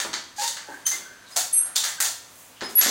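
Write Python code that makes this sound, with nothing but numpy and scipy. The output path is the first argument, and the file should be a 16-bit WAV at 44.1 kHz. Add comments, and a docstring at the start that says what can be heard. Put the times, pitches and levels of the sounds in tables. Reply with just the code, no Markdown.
"""A damp mop is pushed quickly to and fro over a hard floor in a bare, echoing hallway, over a faint hum.
A clack and dull bumps of the steps come first, then squeaks, scrubbing strokes and clacks at the turns.
Halfway through the sliding handle squeals; more clacks, strokes, bumps and squeaks crowd the last moments.
Friction noise drives clacks, strokes and rubs, low noise the bumps; wavering sines make squeaks and squeal."""
import sys
import numpy as np
from scipy import signal
from scipy.fft import rfft, irfft
from scipy.io import wavfile

SR = 44100
rng = np.random.default_rng(int(sys.argv[2]) if len(sys.argv) > 2 else 0)


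def bounce(signal):
    """Save signal as a 16-bit WAV file at the path given by the first command-line argument."""
    frames = np.transpose(np.atleast_2d(signal))
    limited = np.clip(frames, -1, 1)
    pcm = np.round(limited * 32767).astype(np.int16)
    wavfile.write(sys.argv[1], SR, pcm)


N = 127890  # samples, 2.9 s
TOP_HZ = 15800  # upper limit of the microphone
ROOM_DB, SQUEAK_ROOM_DB = 1.5, -2.5  # echo gain for contacts and for squeaks


def undb(db):
    """Decibels to gain."""
    return 10 ** (np.asarray(db) / 20)


def unit(x):
    """Scale to rms 1."""
    return x / np.sqrt(np.mean(x ** 2) + 1e-20)


def along(points, hz):
    """Read (Hz, value) points on a log-frequency axis."""
    p = np.array(points, float)
    return np.interp(np.log(np.maximum(hz, 1)), np.log(p[:, 0]), p[:, 1])


def colour(x, points):
    """Causal, minimum-phase filter with the given (Hz, dB) response."""
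    size = 2048
    gain = undb(along(points, np.fft.rfftfreq(size, 1 / SR)))
    cepstrum = irfft(np.log(gain))
    # folding the cepstrum forward in time makes the filter causal
    cepstrum[1:size // 2] *= 2
    cepstrum[size // 2 + 1:] = 0
    impulse_response = irfft(np.exp(rfft(cepstrum)))
    return signal.fftconvolve(x, impulse_response)[:len(x)]


def wander(hz):
    """Random line with hz new values a second, joined straight; spread a little under 1."""
    return np.interp(np.arange(N) / SR * hz, np.arange(N), rng.standard_normal(N))


def envelope(start, attack, hold, fade):
    """Squared rise, hold and exponential fade (all in seconds)."""
    t = np.arange(N) / SR - start
    rise = np.clip(t / attack, 0, 1) ** 2
    return rise * np.exp(-np.maximum(t - attack - hold, 0) / fade)


def background():
    """The hush of the house, slowly drifting coloured noise, with a faint low hum."""
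    # tone of the hush: f/Hz, level/dB (relative)
    hush_tone = [(15, -29), (25, -0.5), (104, -2.5), (188, 4), (209, -1), (260, 5.5), (410, -2.5), (537, 4),
                 (804, -0.5), (945, 3.5), (1270, 1.5), (1850, 0), (3170, -3), (7500, -6.5), (15500, -17.5)]
    hush_db, hum_db, hum_hz = -52, -70.5, 102.8
    hush = unit(colour(rng.standard_normal(N), hush_tone))
    hum = np.sqrt(2) * np.sin(2 * np.pi * hum_hz * np.cumsum(1 + 0.005 * wander(16)) / SR)
    return undb(hush_db + 0.23 * wander(6.88)) * hush + undb(hum_db) * hum


def hallway(x):
    """Diffuse echo of hard walls: noise that fades at its own pace in each band, evened across pitch."""
    # decay by band, before the evening-out: f/Hz, t60/s
    room_decay = [(200, 0.58), (800, 0.36), (2000, 0.43), (6000, 0.38), (11000, 0.3), (15000, 0.35)]
    build_s, evenness = 0.0028, 0.75  # evenness 1 would flatten the spectrum fully
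    t, hz = np.arange(SR) / SR, np.fft.rfftfreq(SR, 1 / SR)
    build = 1 - np.exp(-t / build_s)
    noise, tail = rfft(rng.standard_normal(SR)), 0
    for k, (_, t60) in enumerate(room_decay):
        # each band overlaps its neighbours as a triangle
        share = along([(f, j == k) for j, (f, _) in enumerate(room_decay)], hz)
        tail = tail + irfft(noise * share, SR) * np.exp(-np.log(1000) * t / t60)
    response = rfft(tail * build, 2 * SR)
    tail = irfft(response / np.abs(response) ** evenness)[:SR] * build
    return signal.fftconvolve(x, tail / np.sqrt(np.sum(tail ** 2)))[:N]


def heard(x, room_db):
    """Direct sound plus a freshly drawn echo of the hallway."""
    return x + undb(room_db) * hallway(x)


def bumps():
    """Dull knocks of feet and mop on the floor: bursts of low noise with a soft 3 ms onset."""
    # knocks: t/s, level/dB, fade/s
    knocks = [(0.0, -41, 0.014), (0.047, -28, 0.0065), (0.092, -37.5, 0.008), (0.682, -44, 0.022),
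              (0.923, -50.5, 0.075), (2.619, -31.5, 0.012), (2.812, -42.5, 0.03), (2.856, -31, 0.048)]
    # tone of the knocks: f/Hz, level/dB (relative)
    knock_tone = [(60, -25), (140, -11.5), (230, -2), (320, 6.5), (450, 0), (800, -3), (1600, -10),
                  (3000, -25), (12000, -35)]
    force = sum(undb(db) * envelope(s, 0.003, 0, fade) for s, db, fade in knocks)
    return force * unit(colour(rng.standard_normal(N), knock_tone))


def friction():
    """Tiny slips, random clicks of either sign, over the hiss of fibres."""
    slips_per_s, spread_db, fibre_db = 600, 4, -5.5  # fibres relative to slips
    slipping = rng.random(N) < slips_per_s / SR
    strength = undb(spread_db * np.minimum(rng.exponential(size=N), 3))
    slips = slipping * rng.choice([-1, 1], N) * strength
    return unit(unit(slips) + undb(fibre_db) * rng.standard_normal(N))


def resonant_rubs():
    """Rubs, a rough screech and hollow body tones: friction noise through narrow resonances, some overlapping."""
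    # resonant sounds: t/s of peak, level/dB, swell/s, fade/s, centre f/Hz, width/Hz of each filter pass
    resonances = [(0.43, -47, 0.051, 0.048, 566, 132), (0.43, -39, 0.059, 0.023, 910, 172),
                  (0.698, -44, 0.06, 0.016, 863, 120), (0.744, -44.5, 0.18, 0.015, 1650, 302),
                  (0.869, -18.5, 0.005, 0.012, 6205, 343), (1.03, -51.5, 0.095, 0.24, 1550, 306),
                  (1.275, -55, 0.074, 0.034, 4030, 800), (1.37, -30, 0.017, 0.0067, 690, 201),
                  (1.55, -47.5, 0.044, 0.036, 2550, 1100), (1.60, -48, .05, 0.093, 1460, 650),
                  (1.766, -29, .012, 0.027, 3700, 700), (2.58, -52.5, 0.062, 0.023, 3100, 700)]
    drive, out = friction(), np.zeros(N)
    for s, db, swell, fade, hz, width in resonances:
        b, a = signal.iirpeak(hz, hz / width, fs=SR)
        resonance = signal.lfilter(b, a, signal.lfilter(b, a, drive))
        out += undb(db) * unit(resonance) * envelope(s - swell, swell, 0, fade)
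    return out


def squeaks():
    """Stick-slip tones that glide a little, with uneven cycles and up to two overtones."""
    # squeaks: t/s, length/s, start f/Hz, end f/Hz, level/dB, step/dB per overtone, roughness 0-1
    squeak_table = [(0.381, 0.0366, 812, 852, -32, -10, 0), (0.410, 0.067, 899.4, 931, -37.5, -6, 0.84),
                    (0.687, 0.049, 295.5, 266, -48.5, -8, 0), (0.852, 0.026, 3127, 3054, -39.5, 1.5, 0),
                    (0.861, 0.011, 6120, 6220, -22, -11, 0.65), (0.907, 0.049, 2056, 2092, -37, -20, 0),
                    (1.319, 0.04, 5000, 5020, -45, -14, 0.2), (1.981, 0.016, 1510, 1620, -36.5, -17, 0.1),
                    (2.632, 0.044, 5060, 5123, -39, -11.5, 0.22), (2.748, 0.021, 5050, 5100, -48, -5, .08),
                    (2.752, 0.054, 11350, 11330, -16.5, -30, 0.29),
                    (2.882, 0.026, 6080, 6020, -29, -13, 0.2)]
    edge_s, jitter_depth = 0.0066, 0.021  # depth as a share of pitch at full roughness
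    t, out = np.arange(N) / SR, np.zeros(N)
    jitter, grip = wander(350), undb(1.8 * wander(120))
    for s, length, start_hz, end_hz, db, step_db, rough in squeak_table:
        on = (t >= s) & (t < s + length)
        u = t[on] - s
        glide = start_hz + (end_hz - start_hz) * u / length
        phase = 2 * np.pi * np.cumsum(glide * (1 + jitter_depth * rough * jitter[on])) / SR
        gate = np.sin(np.pi / 2 * np.clip(np.minimum(u, length - u) / edge_s, 0, 1)) ** 2
        tone = sum(undb(db + k * step_db) * np.sin((k + 1) * phase)
                   for k in range(3) if (k + 1) * start_hz < TOP_HZ)
        out[on] += gate * grip[on] * tone
    return out * np.sqrt(2)


def squeal():
    """A shrill squeal of the sliding handle: evenly spaced partials that waver together."""
    # partials: f/Hz, level/dB (relative)
    partials = [(6130, -21), (8600, -2), (11080, 0), (13600, -27)]
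    start_s, swell_s, hold_s, fade_s = 1.522, 0.012, 0.05, 0.024
    level_db, wobble = -19.5, 0.007
    clock = np.cumsum(1 + wobble * wander(400)) / SR
    tone = sum(undb(db) * np.sin(2 * np.pi * hz * clock) for hz, db in partials)
    level = undb(level_db + 2 * wander(90))
    return level * unit(tone) * envelope(start_s, swell_s, hold_s, fade_s)


def contact(x, bass_db, middle_db, top_db):
    """Each contact has its own balance of tone around the treble."""
    # centres of bass, middle, treble and top: f/Hz
    tone_centres = [620, 1700, 4800, 12000]
    balance = list(zip(tone_centres, [bass_db, middle_db, 0, top_db]))
    first, last = np.flatnonzero(np.abs(x) > 1e-3)[[0, -1]]  # leave out the faintest ends
    out = np.zeros(N)
    out[first:last] = colour(x[first:last], balance)
    return out


def mop_body(x):
    """Broad colour of the mop head plus short ringing modes of head and handle."""
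    # colour of the head: f/Hz, level/dB (relative)
    head_tone = [(80, -60), (170, -33.5), (312, -19), (400, -21), (541, -15), (660, -10), (1120, -9),
                 (1600, -5), (1950, -4.5), (2540, -11), (3660, -3), (4670, -1), (5270, -5), (6460, 1.5),
                 (9000, -4), (11500, -11.5), (13600, -14.5), (15000, -11)]
    # ringing modes: f/Hz, t60/s, level/dB (relative to the head)
    modes = [(690, 0.16, -31), (919, 0.21, -27), (1809, 0.27, -24), (3796, 0.039, -26.5),
             (4670, 0.027, -37.5), (6750, 0.074, -26.5), (7440, 0.028, -23)]
    t = np.arange(SR // 4) / SR
    ring = unit(colour(1. * (t == 0), head_tone))
    for hz, t60, db in modes:
        mode = np.sin(2 * np.pi * hz * t) * np.exp(-np.log(1000) * t / t60)
        ring = ring + undb(db) * unit(mode)
    return signal.fftconvolve(x, ring / np.sqrt(np.sum(ring ** 2)))[:N]


def mop():
    """Friction shaped by force: clacks rise with a crack and rattle out; strokes swell and fade."""
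    # clacks of the head: t/s, level/dB, attack/s, fade/s, bass/dB, middle/dB, top/dB
    clacks = [(0.000, -24, 0.00067, 0.018, 2.5, 6.5, -5.5), (0.125, -20.5, 0.013, 0.0098, 1.5, 2, -17.5),
              (0.474, -20.5, 0.0073, 0.0038, -23.5, -9, -6.5), (0.565, -31.5, 0.0062, 0.011, 1, 9, -12),
              (0.861, -23, .008, 0.0083, -5, 2, 7), (0.91, -29, 0.0042, 0.023, 0.5, 5, 1),
              (1.357, -18.5, 0.0098, 0.023, 4, -1, 2.5), (1.656, -46.5, 0.0024, 0.021, 22, 11.5, 6),
              (1.751, -17, 0.012, 0.016, -1.5, -6, -1.5), (1.832, -22.5, .007, 0.029, 2.5, 4.5, -0.5),
              (2.002, -19.5, 0.0016, 0.016, 5.5, 4.5, 7.5), (2.603, -31.5, 0.012, 0.019, 15, 11, -18),
              (2.775, -34.5, 0.0028, 0.075, -4, 13.5, -6), (2.805, -18.5, 0.0085, 0.041, 2, 0, -4.5)]
    # scrubbing strokes: t/s of peak, level/dB, swell/s, fade/s, bass/dB, middle/dB, top/dB
    strokes = [(0.434, -24.5, 0.076, 0.034, -9, -4.5, -5), (0.735, -55, 0.11, 0.073, 23, 13.5, 6),
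               (1.32, -50, 0.064, 0.1, 11, 2.5, 2), (2.053, -21, 0.018, 0.014, 1, -7.5, -5),
               (2.38, -63, 0.14, 0.15, 16, -13, 19.5), (2.705, -48, 0.027, 0.023, 16, 9, 8),
               (2.885, -25.5, 0.037, 0.036, 0, -12, -14)]
    crack_s, crack_db = 0.00076, -3.5  # crack relative to its clack
    rub, out = friction(), np.zeros(N)
    for s, db, attack, fade, bass, middle, top in clacks:
        crack = undb(crack_db) * envelope(s + attack / 2, crack_s / 2, 0, crack_s)
        force = envelope(s, attack, 0, fade) + crack
        out += undb(db) * contact(rub * force, bass, middle, top)
    for s, db, swell, fade, bass, middle, top in strokes:
        # the root makes the swell linear and doubles the halved fade
        force = np.sqrt(envelope(s - swell, swell, 0, fade / 2))
        out += undb(db) * contact(rub * force, bass, middle, top)
    return mop_body(out)


def smooth_mop(count):
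    """The clacks and strokes from count contact points on the mop head, each with its own friction noise and
    echo, summed at even power for a smoother tone."""
    passes = sum(heard(mop(), ROOM_DB) for _ in range(count))
    return passes / np.sqrt(count)  # the root keeps the level of a single contact point


def scene():
    """Mop, bumps, rubs and squeaks in the hallway, over the hush of the house."""
    knocks_and_rubs = heard(bumps() + resonant_rubs(), ROOM_DB)
    shrill = heard(squeaks() + squeal(), SQUEAK_ROOM_DB)
    return (background() + knocks_and_rubs + shrill + smooth_mop(count=2))[None]


def record(dry):
    """The phone's microphone cuts the top steeply."""
    top_cut = signal.ellip(10, .2, 80, TOP_HZ, fs=SR, output="sos")
    return signal.sosfilt(top_cut, dry)


dry = scene()
out = record(dry)
bounce(out)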